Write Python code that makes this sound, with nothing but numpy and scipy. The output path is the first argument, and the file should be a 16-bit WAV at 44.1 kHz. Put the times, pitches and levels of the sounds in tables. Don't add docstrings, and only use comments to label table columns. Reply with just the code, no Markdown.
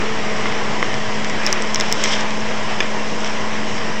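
import sys
import numpy as np
from scipy import signal
from scipy.fft import rfft, irfft
from scipy.io import wavfile
from scipy.ndimage import uniform_filter1d

SR = 44100
rng = np.random.default_rng(int(sys.argv[2]) if len(sys.argv) > 2 else 0)


def transcribe(signal):
    frames = np.atleast_2d(signal).T
    limited = np.clip(frames, -1, 1)
    pcm = np.round(limited * 32767).astype(np.int16)
    wavfile.write(sys.argv[1], SR, pcm)


N = 4 * SR
TIME = np.arange(N) / SR


def amp(db):
    return 10 ** (np.asarray(db) / 20)


def unit(x):
    return x / np.sqrt(np.mean(abs(x) ** 2) + 1e-20)


def unit_hit(x):
    return x / np.sqrt(np.sum(x ** 2) / (.005 * SR) + 1e-20)


def eq_db(eq, hz):
    points_hz, db = np.transpose(eq)
    return np.interp(np.log(hz + 1), np.log(points_hz), db)


def fader(curve):
    return amp(np.interp(TIME, *np.transpose(curve)))


def colour(x, eq, size=2048):
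    log_gain = np.log(amp(eq_db(eq, abs(np.fft.fftfreq(size, 1 / SR)))))
    taps = np.fft.ifft(np.exp(np.conj(signal.hilbert(log_gain)))).real
    return signal.fftconvolve(x, taps[:size // 2])[:len(x)]


def waver(width_hz):
    noise = rng.standard_normal(N) + 1j * rng.standard_normal(N)
    return unit(np.fft.ifft(noise / (1 + (np.fft.fftfreq(N, 1 / SR) / width_hz) ** 2)))


def wavering_tone(cycles, depth, width_hz):
    return unit((np.exp(2j * np.pi * cycles) * (1 + depth * waver(width_hz))).real)


def grit(t, decay_s):
    puff = rng.standard_normal(len(t)) * np.sqrt(t) * np.exp(-2 * t / decay_s)
    return puff / np.linalg.norm(puff)


def friction(curve, eq, slips_per_s, spread_db):
    sizes = amp(spread_db * np.minimum(rng.exponential(1, N), 4)) * rng.choice([-1, 1], N)
    slips = sizes * (rng.random(N) < slips_per_s / SR)
    return fader(curve) * unit(colour(slips, eq))


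def knocks(cues, modes, size=2048, rise_cycles=1.8):
    out, t = np.zeros(N), TIME[:size]
    for start_s, db, tilt_db in cues:
        ring = np.zeros(size)
        for k, (hz, mode_db, t60) in enumerate(modes):
            decay = amp(mode_db + tilt_db * np.log2(hz) - 60 * t / t60)
            attack = 1 - np.exp(-t * hz / rise_cycles)
            ring += (-1) ** k * attack * decay * np.sin(2 * np.pi * hz * t)
        force = (t == 0) + amp(-15) * grit(t, decay_s=.0027)
        add(out, start_s, amp(db) * unit_hit(signal.fftconvolve(force, ring)[:size]))
    return out


def add(mix, start_s, sound):
    part = mix[round(start_s * SR):][:len(sound)]
    part += sound[:len(part)]


# frequency in Hz, relative level in dB.
WASH_EQ = [(20, -28), (50, -3.5), (80, -11), (120, 1.5), (165, 3), (190, -1.5), (330, -0.5), (470, 2),
           (540, -0.5), (800, -1), (1030, 1), (1400, -6), (1950, -1), (2550, -7), (3000, -5.5), (3700, -12),
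           (4450, -16.5), (5050, -11), (5500, -10.5), (6200, -15.5), (6800, -18.5), (7600, -19.5),
           (9000, -30)]


def wash(size=1024, level_db=-25, patchy_db=1.24, swell_db=.28):
    hz, hop = np.fft.rfftfreq(size, 1 / SR), size // 4
    real, imag, patches = rng.standard_normal((3, N // hop + 5, len(hz)))
    patches = uniform_filter1d(patches, size=12, axis=0)
    patches = unit(uniform_filter1d(patches, size=8, axis=1))
    frames = (real + 1j * imag) * amp(eq_db(WASH_EQ, hz) + patchy_db * patches)
    air = signal.istft(frames.T, nperseg=size, noverlap=size - hop)[1][:N]
    return unit(air) * amp(level_db + swell_db * unit(waver(width_hz=4).real))


# pitch in Hz, level in dB, waver depth as a ratio.
HUM_TONES = [(108.8, -45, .6), (214.8, -31.5, 0.15), (288.8, -49.5, 0.67), (475.6, -41, 0.26),
             (580, -52, 0.56), (638.8, -39, 0.21), (751.6, -44, .6), (863, -46, 1), (958, -46, 0.93),
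             (989, -44, 1), (1057, -45, 0.93)]


def machine_hum():
    return sum(amp(db) * wavering_tone(hz * TIME, depth, width_hz=2.1) for hz, db, depth in HUM_TONES)


# time in seconds, level in dB.
DRONE_FADE = [(0, -30.5), (.25, -32.5), (.55, -32.5), (.8, -39), (1.1, -40.5), (4, -52.5)]


def drone(start_hz=443.8, sag_hz=13, sag_s=.6):
    hz = start_hz - sag_hz * (1 - np.exp(-TIME / sag_s))
    return fader(DRONE_FADE) * wavering_tone(np.cumsum(hz) / SR, depth=.6, width_hz=16)


# time in seconds, level in dB.
RUB_FADER = [(0, -27), (.12, -33), (.3, -31.5), (.45, -30.5), (.53, -28.5), (.66, -29.5), (.78, -37),
             (.85, -29), (.92, -35.5), (1.35, -34), (1.48, -23), (1.6, -27), (1.7, -34), (1.78, -37),
             (1.82, -24), (1.9, -35), (2.06, -29), (2.2, -27), (2.36, -36.5), (2.66, -36), (2.715, -23.5),
             (2.77, -37), (2.84, -26), (2.92, -46), (3.6, -61.5), (4, -44)]
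# frequency in Hz, relative level in dB.
RUB_EQ = [(80, -24), (350, 0.5), (900, -3), (1300, -1.5), (1950, -1.5), (2600, -5), (3100, -8),
          (4200, -17.5), (5500, -16.5), (9000, -33.5)]


def hand_rub():
    return friction(RUB_FADER, RUB_EQ, slips_per_s=4300, spread_db=2)


# start in seconds, level in dB, brightness in dB per octave.
THUD_CUES = [(.4566, -19, 1), (.4600, -24, 3), (.4662, -27, 1), (0.523, -22, 2), (.8270, -12, -0.5),
             (2.5115, -23, -3)]
# frequency in Hz, relative level in dB, seconds to fall 60 dB.
THUD_MODES = [(335, 3, 0.0084), (560, -3, 0.0095), (1090, -3, 0.01), (1460, 2, 0.0045), (1870, -6, 0.0092),
              (2114, -2.5, 0.0084), (3050, -12, 0.0068), (3600, -15.5, .004), (5400, -15, 0.004)]


def dull_thuds():
    return knocks(THUD_CUES, THUD_MODES)


# start in seconds, ice level in dB, twig level in dB,
# splitting time in seconds, tilt of the ice ring in dB per octave.
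SNAP_CUES = [(.9420, -29, -26.5, 0.0002, -34), (1.2462, -29, -28, 0.00031, -3),
             (1.298, -29, -27.5, 0.00054, 9), (1.4646, -14, -25, 0.00059, -3.5),
             (1.4733, -29, -23, 0.0006, 0), (1.527, -13, -24, 0.0013, -11), (1.6221, -23, -28, .0012, 16),
             (1.6735, -34, -40, 0.00057, -2), (1.7456, -15.5, -26, 0.00085, 8),
             (1.7583, -17.5, -20.5, 0.00065, -17), (1.7996, -18.5, -21, .0008, 22),
             (1.8092, -18, -19.5, .0009, -3), (1.9160, -28, -29, 0.00063, -2),
             (1.9251, -13, -21, 0.00065, 5), (2.0371, -27, -26, 0.00072, 3),
             (2.0391, -16, -21.5, 0.00095, 0), (2.045, -28, -23, 0.00092, 14),
             (2.058, -29, -19.5, 0.00085, -5), (2.0773, -28, -30, 0.00096, -2),
             (2.1212, -31, -37, 0.00093, 11), (2.1322, -28, -26, 0.0012, -5), (2.2100, -32, -28, 0.0007, 2),
             (2.3065, -33, -27, 0.0014, 0), (2.3735, -32, -37, .0006, 14), (2.4067, -32, -40, 0.00044, 12),
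             (3.2040, -33, -45, .0006, -4), (3.2455, -27, -28, 0.00094, -17),
             (3.2750, -35, -30, 0.00096, -4), (3.7795, -33, -33, .002, -22)]
# frequency in Hz, relative level in dB.
ICE_EQ = [(100, -55), (2300, -40), (3100, -37), (4000, -28), (4700, -11.5), (5200, 2.5), (5600, 3.5),
          (6350, -3.5), (7100, -9.5), (7800, -9.5), (9000, -25)]
# frequency in Hz, relative level in dB.
TWIG_EQ = [(60, -29), (200, -4), (450, -11), (1200, -10.5), (2100, 6), (2600, -6), (3200, -1.5),
           (4200, -5.5), (6000, -32), (9000, -31)]


def ice_snaps(size=2048, tilt_above_hz=2300):
    out, t = np.zeros(N), TIME[:size]
    for start_s, ice_db, twig_db, split_s, tilt_db in SNAP_CUES:
        tilted_ice = [(hz, db + tilt_db * np.log2(max(hz / tilt_above_hz, 1))) for hz, db in ICE_EQ]
        main_break = np.arange(size) == round(split_s * SR / 2)
        for db, eq in (ice_db, tilted_ice), (twig_db, TWIG_EQ):
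            splinters = 1.47 * grit(t, split_s)
            tail = amp(-5.5) * grit(t, decay_s=.0032)
            add(out, start_s, amp(db) * unit_hit(colour(main_break + splinters + tail, eq)))
    return out


# time in seconds, level in dB.
CRUNCH_FADER = [(0, -78), (1.36, -61), (1.47, -27), (1.52, -43), (1.58, -44), (1.72, -36), (1.77, -35),
                (1.83, -34), (1.89, -31.5), (1.99, -31), (2.05, -24.5), (2.1, -25.5), (2.135, -21),
                (2.17, -30), (2.21, -30), (2.26, -47), (3.15, -68), (3.26, -29), (3.36, -60), (4, -67)]
# frequency in Hz, relative level in dB.
CRUNCH_EQ = [(200, -17.5), (1000, -15), (2100, 3), (2600, -7.5), (3200, 4.5), (4300, -9), (5400, 3.5),
             (6600, -9), (7600, -11), (9000, -20.5)]


def ice_crunch():
    return friction(CRUNCH_FADER, CRUNCH_EQ, slips_per_s=2600, spread_db=3)


def ice_scrape(peak_s=2.136, half_length_s=.011, level_db=-24, ring_hz=3300):
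    ring = unit((np.exp(2j * np.pi * ring_hz * TIME) * waver(width_hz=260)).real)
    swell = np.exp(-((TIME - peak_s) / half_length_s) ** 2)
    return amp(level_db) * swell * ring


# start in seconds, level in dB, brightness in dB per octave.
CLACK_CUES = [(2.8040, -12, 0), (2.8080, -19, 1), (2.8260, -24, -1), (2.8310, -27, 2)]
# frequency in Hz, relative level in dB, seconds to fall 60 dB.
CASE_MODES = [(374, -3, 0.022), (670, -8, .016), (1150, -15, 0.01), (1755, -3, 0.018), (2260, -11, 0.019),
              (2430, -3, 0.018), (2880, -9, 0.018), (3450, -7, 0.014), (4860, -18, 0.017),
              (5220, -13, 0.011), (6400, -13, 0.0099)]


def case_clack():
    return knocks(CLACK_CUES, CASE_MODES)


def scene():
    handling = ice_crunch() + hand_rub()
    accents = ice_snaps() + dull_thuds() + case_clack() + ice_scrape()
    yard = wash() + machine_hum() + drone()
    return (handling + accents + yard)[None]


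def record(dry, treble_edge_hz=8250, bias=-.1478, ceiling=.75, top_hz=16600):
    hz = np.fft.rfftfreq(N, 1 / SR)
    treble_cut = np.exp(-np.minimum(hz / treble_edge_hz, 2) ** 22 / 2)
    narrow = irfft(rfft(dry) * treble_cut, N)
    clipped = np.clip(narrow + bias, -ceiling, ceiling)
    low_pass = signal.firwin(255, top_hz, window=("kaiser", 9), fs=SR)
    return signal.oaconvolve(clipped, low_pass[None], "same")


dry = scene()
out = record(dry)
transcribe(out)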